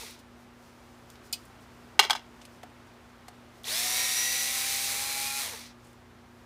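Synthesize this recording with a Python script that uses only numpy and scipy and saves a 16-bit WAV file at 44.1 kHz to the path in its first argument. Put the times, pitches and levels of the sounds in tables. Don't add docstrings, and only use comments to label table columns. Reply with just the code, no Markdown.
import sys
import numpy as np
from scipy import signal
from scipy.fft import rfft, irfft
from scipy.io import wavfile
from scipy.ndimage import uniform_filter1d, minimum_filter1d

SR = 44100
rng = np.random.default_rng(int(sys.argv[2]) if len(sys.argv) > 2 else 0)


def wrap_up_sound(samples):
    columns = np.atleast_2d(samples).T
    tamed = np.clip(columns, -1, 1)
    steps = np.round(tamed * 32767).astype(np.int16)
    wavfile.write(sys.argv[1], SR, steps)


N = 284445
T = np.arange(N) / SR


def undb(db):
    return 10 ** (np.asarray(db) / 20)


def unit(x):
    return x / np.sqrt(np.mean(x ** 2))


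def curves(table):
    s, *columns = np.transpose(table)
    return [np.interp(T, s, c) for c in columns]


def colour(x, points):
    hz, db = np.transpose(points)
    f = np.fft.rfftfreq(len(x), 1 / SR) + 1
    gain = undb(np.interp(np.log(f), np.log(hz), db))
    return irfft(rfft(x) * gain, len(x))


def split(x, low_edge_hz, high_edge_hz):
    f, spec = np.fft.rfftfreq(len(x), 1 / SR), rfft(x)
    low = 1 / (1 + (f / low_edge_hz) ** 8)
    high = 1 - 1 / (1 + (f / high_edge_hz) ** 8)
    return [unit(irfft(spec * w, len(x))) for w in (low, 1 - low - high, high)]


def walk(rate_hz):
    k = int(SR / rate_hz)
    steps = np.repeat(rng.standard_normal(N // k + 1), k)
    return 1.39 * uniform_filter1d(uniform_filter1d(steps, k), k)[:N]


def add(out, s, x):
    i = int(s * SR)
    out[i:i + len(x)] += x[:N - i]


def rings(modes, t, trim_db=0):
    hz, db, t60_s = np.transpose(modes)[:, :, None]
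    return (undb(db + trim_db - 60 * t / t60_s) * np.sin(2 * np.pi * hz * t)).sum(axis=0)


def high_pass(x, hz):
    return signal.sosfilt(signal.butter(5, hz, "high", fs=SR, output="sos"), x)


PULLED_S = 3.632
EARLIER_LET_GO_S, LET_GO_S = -.1, 5.408
SPIN_UP_S, FULL_TURNS_PER_S = .052, 137
DRAG_PER_S, FRICTION_TURNS_PER_S = 1.5, 200
# time in seconds, speed in turns per second.
LOADED_SPEED = [(3.7, 122.6), (4.0, 125.0), (4.1, 125.3), (4.3, 129.0), (4.7, 131.8), (4.9, 133.7),
                (5.1, 136.7), (5.3, 136.9), (5.39, 138.0)]


def shaft():
    powered = (T > PULLED_S) & (T < LET_GO_S)
    driven = curves(LOADED_SPEED)[0] * (1 - np.exp(-(T - PULLED_S) / SPIN_UP_S))
    since_s = T - np.where(T < PULLED_S, EARLIER_LET_GO_S, LET_GO_S)
    decay = np.exp(-DRAG_PER_S * since_s)
    coasting = np.maximum((FULL_TURNS_PER_S + FRICTION_TURNS_PER_S) * decay - FRICTION_TURNS_PER_S, 0)
    return np.where(powered, driven, coasting), powered


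def halvings(speed):
    return np.log2(FULL_TURNS_PER_S / np.maximum(speed, 1))


TONE_SLOPE_DB = -14
UNPOWERED_DB, WAVER_DB = -3, 1.5
START_DB, START_S = 14, .1
TONES_PER_TURN = (6, 12, 18, 15, 30, 45, 60)
# peak level in dB of a main tone at full speed, before load, start, resonance and waver.
TONE_DB = [-60, -64, -58, -47, -48, -41, -53]
LOAD_SHARE = [0, 0, 0, .8, .25, 1.2, .5]
# time in seconds, level in dB.
MESH_LOAD = [(.3, -17), (3.6, -2), (3.86, -4), (4.0, 0), (4.42, 0), (4.65, -11), (5.38, -13), (5.46, -17)]
# centre in Hz, width in Hz, gain in dB.
CAN_RESONANCES = [(448, 58, 25.5), (637, 127, 16), (734, 21, 15.5), (823, 73, 16), (905, 45, 34),
                  (1980, 420, 10), (2257, 110, 16), (2509, 60, 20.5)]
# centre in Hz, width in Hz, gain in dB.
CASE_RESONANCES = [(1915, 90, 9), (3440, 150, 6), (3780, 200, 5), (4100, 200, 4)]
NEIGHBOURS = list(zip((4, 7, 8, 10, 11, 16, 17, 21, 28, 29, 31, 32, 33, 36, 37, 44, 46, 48),
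              (15, 6, 30, 6, 15, 15, 6, 15, 30, 30, 30, 30, 45, 30, 30, 45, 45, 45)))
NEIGHBOUR_DB = [-16.5, -32, -9, -9, -14, -17, -4, -7, -7, -6, -2.5, -9, -26, -8, -5, -30, 3, -14]


def resonance_db(hz, resonances):
    power = 1
    for centre_hz, width_hz, gain_db in resonances:
        power = power + undb(2 * gain_db) / (1 + (2 * (hz - centre_hz) / width_hz) ** 2) ** 2
    return 10 * np.log10(power)


def motor(speed, powered, blur_db=-9, blur_rate_hz=200):
    turn = 2 * np.pi * np.cumsum(speed) / SR
    drive_db = TONE_SLOPE_DB * halvings(speed) ** 2
    start_db = START_DB * powered * np.exp(-np.abs(T - PULLED_S) / START_S)
    current_db = UNPOWERED_DB * uniform_filter1d(1. * ~powered, SR // 50)
    load_db = curves(MESH_LOAD)[0]
    out, tone_levels_db = 0, {}
    coarse_speed = speed[::64]
    for k, db, share in zip(TONES_PER_TURN, TONE_DB, LOAD_SHARE):
        commutator = k % 15 != 0
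        coarse_db = resonance_db(k * coarse_speed, CAN_RESONANCES if commutator else CASE_RESONANCES)
        swell_db = np.interp(T, T[::64], coarse_db)
        cause_db = current_db if commutator else share * load_db + start_db
        level_db = db + drive_db + cause_db + swell_db + WAVER_DB * walk(12)
        tone_levels_db[k] = level_db
        skirt = undb(blur_db) * (walk(blur_rate_hz) + 1j * walk(blur_rate_hz)) if k > 12 else 0
        out = out + undb(level_db) * np.imag((1 + skirt) * np.exp(1j * k * turn))
    for (k, parent), db in zip(NEIGHBOURS, NEIGHBOUR_DB):
        trend_db = uniform_filter1d(tone_levels_db[parent], SR // 16) + 2.5 * walk(14)
        out = out + undb(trend_db + db) * np.sin(k * turn + 2 * np.pi * rng.random())
    return out * (speed > 0), turn


TREBLE_DB, BITE_S = 2, 0.017
RATTLE_SLOPE_DB, TREBLE_SLOPE_DB, LOW_SLOPE_DB = -7.5, -4.5, 0.5
# frequency in Hz, relative density in dB per Hz.
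HOUSING_COLOUR = [(45, -23), (90, 0.5), (170, -16.5), (500, -3), (1000, -1), (1500, -1.5), (2000, 7),
                  (2400, 7.5), (3000, 3), (4000, 9), (4900, 6), (6000, 5.5), (7300, 0.5), (9300, 0),
                  (12200, -4.5), (15300, -8)]
# time in seconds, rattle at full speed in dB, low part relative to the middle part in dB.
RATTLE_LOAD = [(0, -41.5, -9.5), (3.66, -31.5, -13), (3.85, -34, -12), (4.0, -33.5, -13),
               (4.4, -34.5, -16.5), (4.58, -35.5, -12.5), (4.72, -35.5, -15), (5.0, -38, -9.5),
               (5.37, -38.5, -12), (5.55, -38.5, -5), (5.75, -35.5, -19)]


def rattle(speed, turn, grit_db=1.5, wobble=0.13, flicker_db=.6):
    grit = undb(grit_db * rng.exponential(size=N))
    knocks = rng.standard_normal(N) * grit * (1 + wobble * np.cos(turn))
    low, mid, high = split(colour(knocks, HOUSING_COLOUR), 1700, 7000)
    db, low_db = curves(RATTLE_LOAD)
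    slow = halvings(speed)
    bite = np.where(T > PULLED_S, np.clip((T - PULLED_S) / BITE_S, 0, 1), 1) * (speed > 0)
    treble = undb(TREBLE_DB + TREBLE_SLOPE_DB * slow) * high
    bass = undb(low_db + LOW_SLOPE_DB * slow) * low
    level = undb(db + RATTLE_SLOPE_DB * slow + flicker_db * walk(25.18))
    return bite * level * (mid + treble + bass)


# start in seconds, trims of the wall, treble and bottom
# modes in dB, decay time constant of the scrape in seconds (0.0001 at least).
BOUNCES = [(1.9926, -4.5, -11.5, -21.5, 0.00035), (1.995, -15.5, -18.5, -26.5, 0.00088),
           (2.011, -31, -40.5, -58.5, 0.0035), (2.032, -40, -41, -62, .002),
           (2.039, -28, -38, -58.5, 0.0025), (2.049, -30, -40, -30, 0.0047),
           (2.0985, -17, -32, -58, 0.00051), (2.1068, -15, -22.5, -51, 0.00069),
           (2.131, -27, -37, -43, 0.0013), (2.151, -24, -42, -45, 0.005)]
# frequency in Hz, relative level in dB, t60 in seconds.
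TUB_MODES = [(406, -5.5, 0.066), (843, -10, 0.036), (910, 4.5, 0.016), (1070, -3.5, 0.024),
             (1222, -8, 0.043), (1530, -6, .04), (2120, -13, 0.048), (2350, -9, .02), (2280, 3, 0.027),
             (2867, 4.5, .025), (3260, 0, 0.043), (3470, 4.5, .02), (3910, -1, 0.019), (4026, 0.5, 0.028),
             (4680, -0.5, 0.03), (5100, 3.5, .02), (5760, -12, 0.03), (6150, -5, .02), (7000, -19.5, .02),
             (8700, -14, 0.016)]


def tub(crack_db=2, crack_t60_s=0.036, grit_db=3.5):
    out, t = np.zeros(N), T[:int(.15 * SR)]
    bottom, wall, high = TUB_MODES[:1], TUB_MODES[1:6], np.array(TUB_MODES[6:])
    for s, wall_db, treble_db, bottom_db, scrape_s in BOUNCES:
        spot = rng.standard_normal((len(high), 2))
        shifted = high * np.c_[1 + .03 * spot[:, 0], np.ones((len(high), 2))]
        ring = rings(shifted, t, treble_db + 2 * spot[:, 1:])
        push = rng.standard_normal(len(t)) * np.exp(-t / max(scrape_s, 1e-4))
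        blow = signal.fftconvolve(ring, push / np.sqrt(np.sum(push ** 2)))[:len(t)]
        crack_colour = [(1200, -20.5), (3000, 4.5), (7000, -1.5), (14000, -13.0)]
        crack = unit(colour(rng.standard_normal(len(t)), crack_colour))
        blow += crack * undb(crack_db + treble_db - 60 * t / crack_t60_s)
        swell = 1 - np.exp(-t / .0008)
        knock = high_pass(blow + swell * rings(wall, t, wall_db), 640)
        boom = high_pass(swell ** 2 * rings(bottom, t, bottom_db), 320)
        add(out, s, knock + boom)
    grit = rng.standard_normal(N) * undb(grit_db * rng.exponential(size=N))
    damped = rings(TUB_MODES[1:], t) * np.exp(-t / .003)
    shaken = unit(signal.fftconvolve(grit, damped)[:N]) + 0.15 * unit(np.diff(grit, prepend=0))
    return out + high_pass(rolling() * shaken, 640)


ROLL_SAG_DB_PER_S, ROLL_STOP_DB_PER_S = 139, 700
# start in seconds, starting gain in dB, length in seconds.
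ROLLS = [(1.995, -27, .07), (2.108, -26, .004), (2.155, -33, .008)]


def rolling():
    envelope = 0
    for s, db, length_s in ROLLS:
        sag_db = ROLL_SAG_DB_PER_S * np.clip(T - s, 0, length_s)
        stop_db = ROLL_STOP_DB_PER_S * np.clip(T - s - length_s, 0, 1)
        envelope = envelope + (T > s) * undb(db - sag_db - stop_db)
    return envelope


# start in seconds, initial rms level in dB, lower and
# upper soft edge in Hz, t60 in seconds, thud level in dB, trim of the screw's ring in dB.
TICKS = [(0.107, -46, 2500, 13000, .04, -72, -85), (.19, -55.5, 2500, 13000, 0.1, -75, -85),
         (1.101, -46, 3620, 13500, .022, -72, -68), (1.1553, -52, 1800, 5500, 0.046, -70, -80),
         (1.3266, -29, 7050, 13600, 0.069, -47, -46), (1.3302, -26, 4500, 5370, 0.05, -57, -58),
         (1.335, -42, 2550, 5000, 0.12, -58, -42), (1.4521, -56, 7500, 15000, .05, -80, -78),
         (2.4149, -49, 2460, 8300, 0.066, -67, -87), (2.4513, -46, 2520, 10900, 0.048, -59, -81),
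         (2.6319, -46.5, 1500, 8980, 0.039, -36.5, -78), (3.2824, -46, 3350, 11400, 0.042, -40, -80),
         (3.6344, -48, 5000, 14100, 0.04, -73, -81), (3.6426, -36, 3350, 3700, 0.022, -60.5, -78),
         (5.8444, -60.5, 6450, 11000, .08, -78, -82.5), (5.87, -63, 8000, 11000, .06, -82, -88),
         (5.9294, -62, 8050, 14000, 0.027, -83, -77)]
# frequency in Hz, relative level in dB, t60 in seconds.
SCREW_MODES = [(2530, 6, .05), (2980, 6, .05), (3400, 6, .045), (4214, 6, .04), (4770, 0, .12),
               (5035, 4, .05), (6120, -3, .14), (6815, -8, .1), (8180, 2, .1), (8480, 2, .07),
               (8980, 1, .06), (12100, -3, .05)]


def ticks(thud_hz=800, thud_t60_s=0.032):
    out, t = np.zeros(N), T[:int(.25 * SR)]
    edge = np.minimum(t / .0005, 1)
    dull_colour = [(thud_hz / 3, -20), (thud_hz, 0), (thud_hz * 3.4, -14), (thud_hz * 6, -30)]
    for s, db, low_hz, high_hz, t60_s, thud_db, ring_db in TICKS:
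        noise = rng.standard_normal((2, len(t)))
        bright_colour = [(low_hz / 2, -45), (low_hz, 0), (high_hz, -6), (high_hz * 1.5, -24)]
        bright = unit(colour(noise[0], bright_colour))
        dull = unit(colour(noise[1], dull_colour))
        add(out, s, edge * undb(db - 60 * t / t60_s) * bright)
        add(out, s, edge * undb(thud_db - 60 * t / thud_t60_s) * dull)
        add(out, s, edge * rings(SCREW_MODES, t, ring_db))
        add(out, s, rings([(728, thud_db, 0.069)], t))
    return out


HISS_DB = -84.5
# middle in seconds, peak in dB, length in seconds.
BRUSHES = [(.41, -69, .15), (.65, -69, 0.22), (0.902, -70.5, 0.88), (1.12, -65, 0.11), (1.26, -62, .1),
           (1.407, -66, 0.4), (1.623, -67, 0.089), (1.823, -72, 0.65), (2.42, -69, 0.2), (2.545, -68, 0.17),
           (2.874, -69, 0.038), (3.583, -67, 0.18), (5.874, -68, 0.25), (6.4, -76, .3)]


def rustle():
    hiss_colour = [(1500, -24.0), (5000, 2.0), (9000, -4.0), (15000, -8)]
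    hiss = unit(colour(rng.standard_normal(N), hiss_colour))
    swell = 0
    for s, db, length_s in BRUSHES:
        swell = swell + undb(db) * np.cos(np.pi * np.clip((T - s) / length_s, -.5, .5)) ** 2
    return (undb(HISS_DB) + swell) * hiss


AIR_DB = -55.5
# frequency in Hz, relative density in dB per Hz.
AIR_COLOUR = [(20, -46.5), (32, -28), (55, -9), (120, -20), (170, -15.5), (330, -14.5), (500, -17),
              (800, -17), (1300, -19), (2500, -26), (6000, -35.5), (15300, -46)]
# frequency in Hz, mean rms level in dB.
HUM_LINES = [(64, -69), (90, -67), (120, -64), (240, -59), (360, -69)]


def workshop():
    air = unit(colour(rng.standard_normal(N), AIR_COLOUR)) * undb(AIR_DB + .5 * walk(0.93))
    hum = 0
    for hz, db in HUM_LINES:
        level = np.sqrt(2) * undb(db + 1.5 * walk(6.1))
        hum = hum + level * np.sin(2 * np.pi * hz * T + 0.19 * walk(8))
    return air + hum


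SHOP_T60_S, SHOP_DB = .28, -23


def walls(hits):
    t = T[:int(.6 * SR)]
    noise = colour(rng.standard_normal(len(t)), [(300, -8.5), (2000, 2.5), (12000, -8.5)])
    tail = noise * undb(-60 * t / SHOP_T60_S) * (t > .008)
    return undb(SHOP_DB) * signal.fftconvolve(hits, tail / np.sqrt(np.sum(tail ** 2)))[:N]


def scene():
    speed, powered = shaft()
    tones, turn = motor(speed, powered)
    hits = tub() + ticks()
    mono = tones + rattle(speed, turn) + hits + walls(hits) + rustle() + workshop()
    return np.array([mono, mono])


CEILING, TOP_HZ = .92, 15500


def record(dry):
    peak = uniform_filter1d(-minimum_filter1d(-np.abs(dry), size=161), size=81)
    held = dry * np.minimum(CEILING / peak, 1)
    return signal.sosfilt(signal.ellip(12, .2, 100, TOP_HZ, fs=SR, output="sos"), held)


dry = scene()
out = record(dry)
wrap_up_sound(out)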